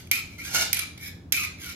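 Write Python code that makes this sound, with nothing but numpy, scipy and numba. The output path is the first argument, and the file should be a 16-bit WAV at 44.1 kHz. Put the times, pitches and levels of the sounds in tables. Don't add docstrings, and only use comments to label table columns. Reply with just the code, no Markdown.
import sys
import numpy as np
from scipy import signal
from scipy.fft import rfft, irfft
from scipy.io import wavfile
from scipy.ndimage import uniform_filter1d, map_coordinates
from numba import njit

SR = 44100
rng = np.random.default_rng(int(sys.argv[2]) if len(sys.argv) > 2 else 0)


def store_pcm(level_fs):
    pcm = np.round(np.clip(level_fs, -1, 1) * 32767).astype(np.int16)
    wavfile.write(sys.argv[1], SR, np.atleast_2d(pcm).T)


N = 77175
LEAD = 13230
TIME = np.arange(-LEAD, N) / SR

# frequency in Hz, relative level in dB.
GRIND_SPECTRUM = [(400, -33.5), (900, -2.5), (1400, 2.5), (2000, 9), (2900, 4.5), (3900, 7), (4800, 2.5),
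                  (6400, -1.5), (8800, -7), (10300, 3), (11500, 1), (12300, -3.5), (13000, 7), (14000, -16),
                  (16000, -26.5)]


def undb(db):
    return 10 ** (np.asarray(db) / 20)


def unit(x):
    return x / np.sqrt(np.mean(x ** 2))


def conv(x, response):
    return signal.fftconvolve(x, response)[:len(x)]


def on_log(hz, points):
    points = np.array(points, float)
    return np.interp(np.log(hz + 1), np.log(points[:, 0]), points[:, 1])


def colour(x, points, size=4096):
    cepstrum = irfft(np.log(undb(on_log(np.fft.rfftfreq(size, 1 / SR), points))))
    cepstrum[1:size // 2] *= 2
    cepstrum[size // 2 + 1:] = 0
    return conv(x, irfft(np.exp(rfft(cepstrum))))


def whiten(response):
    power = uniform_filter1d(np.abs(rfft(response)) ** 2, size=len(response) // 128)
    return colour(response, np.c_[np.fft.rfftfreq(len(response), 1 / SR) + 1, -10 * np.log10(power)])


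def noise():
    return rng.standard_normal(len(TIME))


def waver(per_s):
    values = noise()
    return np.interp((TIME - TIME[0]) * per_s, np.arange(len(values)), values)


@njit
def resonator(x, hz, width_hz):
    out, band_state, low_state = np.empty(len(x)), 0., 0.
    for i in range(len(x)):
        tuning, damping = np.tan(np.pi * hz[i] / SR), width_hz / hz[i]
        band = (band_state + tuning * (x[i] + 1e-18 - low_state)) / (1 + tuning * (tuning + damping))
        band_state = 2 * band - band_state
        low_state += 2 * tuning * band
        out[i] = damping * band
    return out


def steep_resonance(x, hz, width_hz):
    return unit(resonator(resonator(x, hz, float(width_hz)), hz, float(width_hz)))


def background():
    # frequency in Hz, relative spectral density in dB.
    rumble_spectrum = [(15, -28), (28, -26), (45, -8), (80, 1), (125, -2.5), (190, -9), (280, -6.5),
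                       (450, -19.5), (900, -27.5), (2500, -38.5), (8000, -51), (16000, -53.5)]
    # frequency in Hz, side level relative to mid in dB.
    side_spectrum = [(30, -8), (80, -19), (150, -13.5), (300, -11), (700, -1.5), (8000, -2)]
    # frequency in Hz, level in dB.
    hum_tones = [(91.5, -51.5), (175, -55)]
    mid, side = (undb(-47) * unit(colour(noise(), rumble_spectrum)) for _ in range(2))
    hum = sum(undb(db + 1.5 * waver(10.95)) * unit(np.sin(2 * np.pi * hz * TIME + .5 * waver(10)))
              for hz, db in hum_tones)
    return mid + hum + colour(side, side_spectrum) * np.array([[1], [-1]])


def reverberation(build_s=0.0012, size=32768):
    # frequency in Hz, time to fall 60 dB in seconds.
    decay_times = [(300, 0.68), (2000, 0.41), (5000, 0.43), (12000, 0.29)]
    t, hz = np.arange(size) / SR, np.fft.rfftfreq(size, 1 / SR)
    spectrum = rfft(rng.standard_normal(size))
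    edges = np.r_[0, np.geomspace(400, SR / 2, 12)]
    tail = 0
    for low, high in zip(edges, edges[1:]):
        band = irfft(spectrum * ((hz >= low) & (hz < high)))
        tail += band * np.exp(-np.log(1000) * t / on_log((low + high) / 2, decay_times))
    return whiten(tail * (1 - np.exp(-t / build_s)))


def direct_path(lag_samples, early_db=-4.5, decay_s=0.0025, size=2048):
    early = rng.standard_normal(size) * np.exp(-np.arange(size) / SR / decay_s)
    response = np.r_[1, undb(early_db) * early[1:] / np.linalg.norm(early)]
    return np.r_[np.zeros(lag_samples), whiten(response)]


def friction(spread_db, slips_per_s=6000, judder_hz=130.9, judder_db=2):
    slips = rng.random(len(TIME)) < slips_per_s / SR
    sizes = undb(spread_db * np.minimum(rng.exponential(size=len(TIME)), 5))
    return unit(slips * sizes * np.sign(noise()) * undb(judder_db * waver(judder_hz)))


def tool_ring(low_db=0, middle_db=0, size=16384):
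    # frequency in Hz, relative level in dB, time to fall 60 dB in seconds.
    tool_modes = [(1800, -37, .04), (2298, -5.5, .10), (2415, -10, 0.15), (2525, -24, 0.079),
                  (3070, -13, .045), (3800, -30, 0.025), (4800, -28, .02), (5216, -1, 0.03),
                  (6306, -2, 0.025), (6750, -3, 0.03), (8090, -1, 0.015), (10140, -0.5, 0.012),
                  (12400, 5.5, 0.033), (12200, 7, 0.011), (11880, 5.5, 0.026), (12770, -6.5, .008)]
    t = np.arange(size) / SR
    modes = np.array([undb(db - 60 * t / t60) * np.sin(2 * np.pi * hz * t) for hz, db, t60 in tool_modes])
    excitation = undb([low_db if hz < 3400 else middle_db if hz < 8800 else 0 for hz, _, _ in tool_modes])
    return excitation @ modes / np.linalg.norm(modes.sum(0))


def squeak(centre_s=1.703, half_length_s=0.0076, hz=5330., db=-34.5):
    tone = steep_resonance(friction(spread_db=3), np.full(len(TIME), hz), width_hz=61)
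    return undb(db) * np.exp(-((TIME - centre_s) / half_length_s) ** 2) * tone


def catches():
    # centre and half-length in seconds, level in dB, treble gain in dB.
    surges = [(0.074, 0.0025, -48.5, 2), (0.158, 0.0048, -28, 0), (0.404, 0.0012, -48, 7),
              (0.451, .005, -37, 0), (0.746, 0.0016, -24, 11.5), (0.771, 0.0045, -23.5, 5),
              (0.7946, 0.0036, -20.5, 5), (.979, 0.0042, -41, -1), (1.038, .003, -38, 0),
              (1.367, 0.0032, -28, 9), (1.438, 0.0049, -27, -5.5), (1.600, 0.0034, -48, 3),
              (1.638, 0.0016, -41, 1), (1.697, 0.0052, -32, 1)]
    out = 0
    for centre, half_length, db, treble_db in surges:
        grind = unit(colour(friction(spread_db=1), GRIND_SPECTRUM))
        rasp = colour(grind, [(7000, 0.0032), (10000, treble_db)])
        out += undb(db) * np.exp(-((TIME - centre) / half_length) ** 2) * rasp
    return out


def scrape(hollow_db=-1.5, rasp_db=-3):
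    # time in seconds, relative sound level in dB.
    pressure_curve = [(.47, -41), (.525, -34), (.548, -19.5), (.57, -22.5), (.625, -23.5), (.665, -34),
                      (.70, -57)]
    # frequency in Hz, bandwidth in Hz, relative level in dB.
    resonances = [(744, 240, -1), (1429, 72, 7.5), (2208, 100, -1), (2840, 90, 1), (3640, 107, 1),
                  (4280, 180, -0.5), (5055, 110, 0.5), (5640, 80, -2.5), (6300, 98, -7), (6530, 140, -2.5),
                  (7970, 140, -7.5), (12700, 60, 0)]
    # frequency in Hz, relative level in dB.
    rasp_spectrum = [(150, -7), (400, -5.5), (700, -4.5), (1100, -4.5), (1800, 0.5), (2900, -4.5),
                     (4300, -1), (7000, -6), (9000, -16.5), (11000, -4), (13500, -4), (15500, -29)]
    rub = friction(spread_db=3)
    hollow = sum(undb(db) * resonator(rub, np.full(len(TIME), float(hz)), float(width))
                 for hz, width, db in resonances)
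    rasp = colour(friction(spread_db=3), rasp_spectrum)
    envelope = undb(np.interp(TIME, *np.array(pressure_curve).T, left=-np.inf, right=-np.inf))
    return envelope * (undb(hollow_db) * unit(hollow) + undb(rasp_db) * unit(rasp))


def end_reflection(x, spacing_hz, echo_db=-7):
    echo = map_coordinates(x, [np.arange(len(x)) - SR / spacing_hz], order=1)
    return unit(x + undb(echo_db) * echo)


def slides(release_s=0.0086, ring_db=-1.5, growth_db=10.5, upper_rest_hz=2340):
    # start, length and attack in seconds; level and treble gain in dB;
    # the lower resonance's first and last frequency in Hz and final gain in dB;
    # the upper resonance's first and turning frequency in Hz and gain in dB.
    strokes = [(-.1, 0.09, 0.023, -41, 2, 1670, 1550, -11, 2380, 2400, -15.5),
               (0.114, 0.08, 0.0052, -32.5, 0, 1650, 1320, -5.5, 2190, 2600, 0.5),
               (0.286, 0.13, 0.027, -52, -5.5, 1290, 1400, -14, 2300, 2330, -4.5),
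               (0.378, 0.043, 0.01, -38.5, -5, 1510, 1365, -8.5, 2110, 2085, 1.5),
               (0.421, 0.059, 0.035, -32, -2.5, 1510, 1623, -3.5, 2750, 2350, -7),
               (0.741, 0.0983, 0.011, -37.5, -5, 1990, 1272, -0.5, 2120, 2430, -2),
               (0.977, 0.11, 0.07, -37.5, -0.5, 1940, 1782, -7.5, 2110, 2280, -7.5),
               (1.332, .12, 0.0027, -31, -0.5, 1706, 1243, -4.5, 2370, 2540, 0),
               (1.574, .15, 0.058, -36.5, -3.5, 1970, 1394, -7.5, 2050, 2210, -12)]
    out, ring = 0, tool_ring()
    for start, length, attack, db, treble_db, *glides in strokes:
        lower_from, lower_to, lower_db, upper_from, upper_turn, upper_db = glides
        t = TIME - start
        progress = np.clip(t / length, 0, 1)
        remaining = 1 - progress
        envelope = np.clip(t / attack, 0, 1) * np.exp(-np.maximum(t - length, 0) / release_s)
        lower_hz = lower_to + (lower_from - lower_to) * remaining ** 2.47
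        upper_hz = np.interp(progress, [0, 0.67, 1], [upper_from, upper_turn, upper_rest_hz])
        rub = friction(spread_db=3)
        lower = undb(lower_db - growth_db * remaining ** 2) * steep_resonance(rub, lower_hz, width_hz=128)
        upper = undb(upper_db) * steep_resonance(rub, upper_hz, width_hz=333)
        grind = unit(colour(rub, GRIND_SPECTRUM)) + undb(ring_db) * unit(conv(rub, ring))
        grind = colour(end_reflection(grind, lower_hz), [(7000, 0.0054), (10000, treble_db)])
        out += undb(db) * envelope * (grind + lower + upper)
    return out


def clanks(chatter_db=-2, size=16384):
    # start in seconds, relative level in dB, gains of the low and of the middle
    # modes in dB, chatter time in seconds.
    impacts = [(.1138, -10.5, 4, -1.5, 0.0042), (.7299, -11, -6, -2, 0.0037),
               (1.3225, -10, -11, 2.5, 0.0061)]
    # frequency in Hz, relative level in dB.
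    chatter_spectrum = [(300, -32.5), (700, -6.5), (1000, -24), (1900, 1.5), (2900, -2), (4300, -1),
                        (7000, -11), (8700, -12), (10500, -2.5), (12300, 3), (14000, -16), (16000, -31)]
    out, t = np.zeros(len(TIME) + size), np.arange(size) / SR
    for start, db, low_db, middle_db, chatter_s in impacts:
        burst = rng.standard_normal(size) * np.exp(-(t / chatter_s) ** 2)
        chatter = colour(whiten(burst), chatter_spectrum)
        clank = tool_ring(low_db, middle_db) + undb(chatter_db) * chatter / np.linalg.norm(chatter)
        at = LEAD + int(start * SR)
        out[at:at + size] += 10 * undb(db) * clank
    return out[:len(TIME)]


def scene():
    # frequency in Hz, gain in dB.
    left_response = [(500, -11), (1700, -11.5), (2300, 1), (2800, -1), (3150, 4.5), (4500, -14.5),
                     (6400, -2), (8000, -2), (9800, -5.5), (12300, -21), (15000, 1)]
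    right_response = [(500, -8), (1700, -7.5), (2350, -2.5), (3100, -7), (4500, -1.5), (6400, 5),
                      (8000, -12.5), (9800, 4.5), (12300, -0.5), (15000, -1)]
    # frequency in Hz, left gain in dB, right gain in dB.
    room_response = [(300, -8, -9), (1380, -8, -9.5), (2400, -2.5, -2.5), (5070, -5, -4.5),
                     (8400, -4, -5.5), (10000, -5, -9), (12000, -20.5, -10.5), (15000, -13, -20)]
    room = np.array(room_response)
    tool = clanks() + catches() + slides() + squeak() + scrape()
    left = colour(conv(tool, direct_path(lag_samples=5)), left_response)
    left += colour(conv(tool, reverberation()), room[:, [0, 1]])
    right = colour(conv(tool, direct_path(lag_samples=0)), right_response)
    right += colour(conv(tool, reverberation()), room[:, [0, 2]])
    return (np.array([left, right]) + background())[:, LEAD:]


def record(dry):
    low_pass = signal.ellip(8, .2, 80, 16000, fs=SR, output="sos")
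    return signal.sosfilt(low_pass, np.clip(dry, -1, 1))


dry = scene()
out = record(dry)
store_pcm(out)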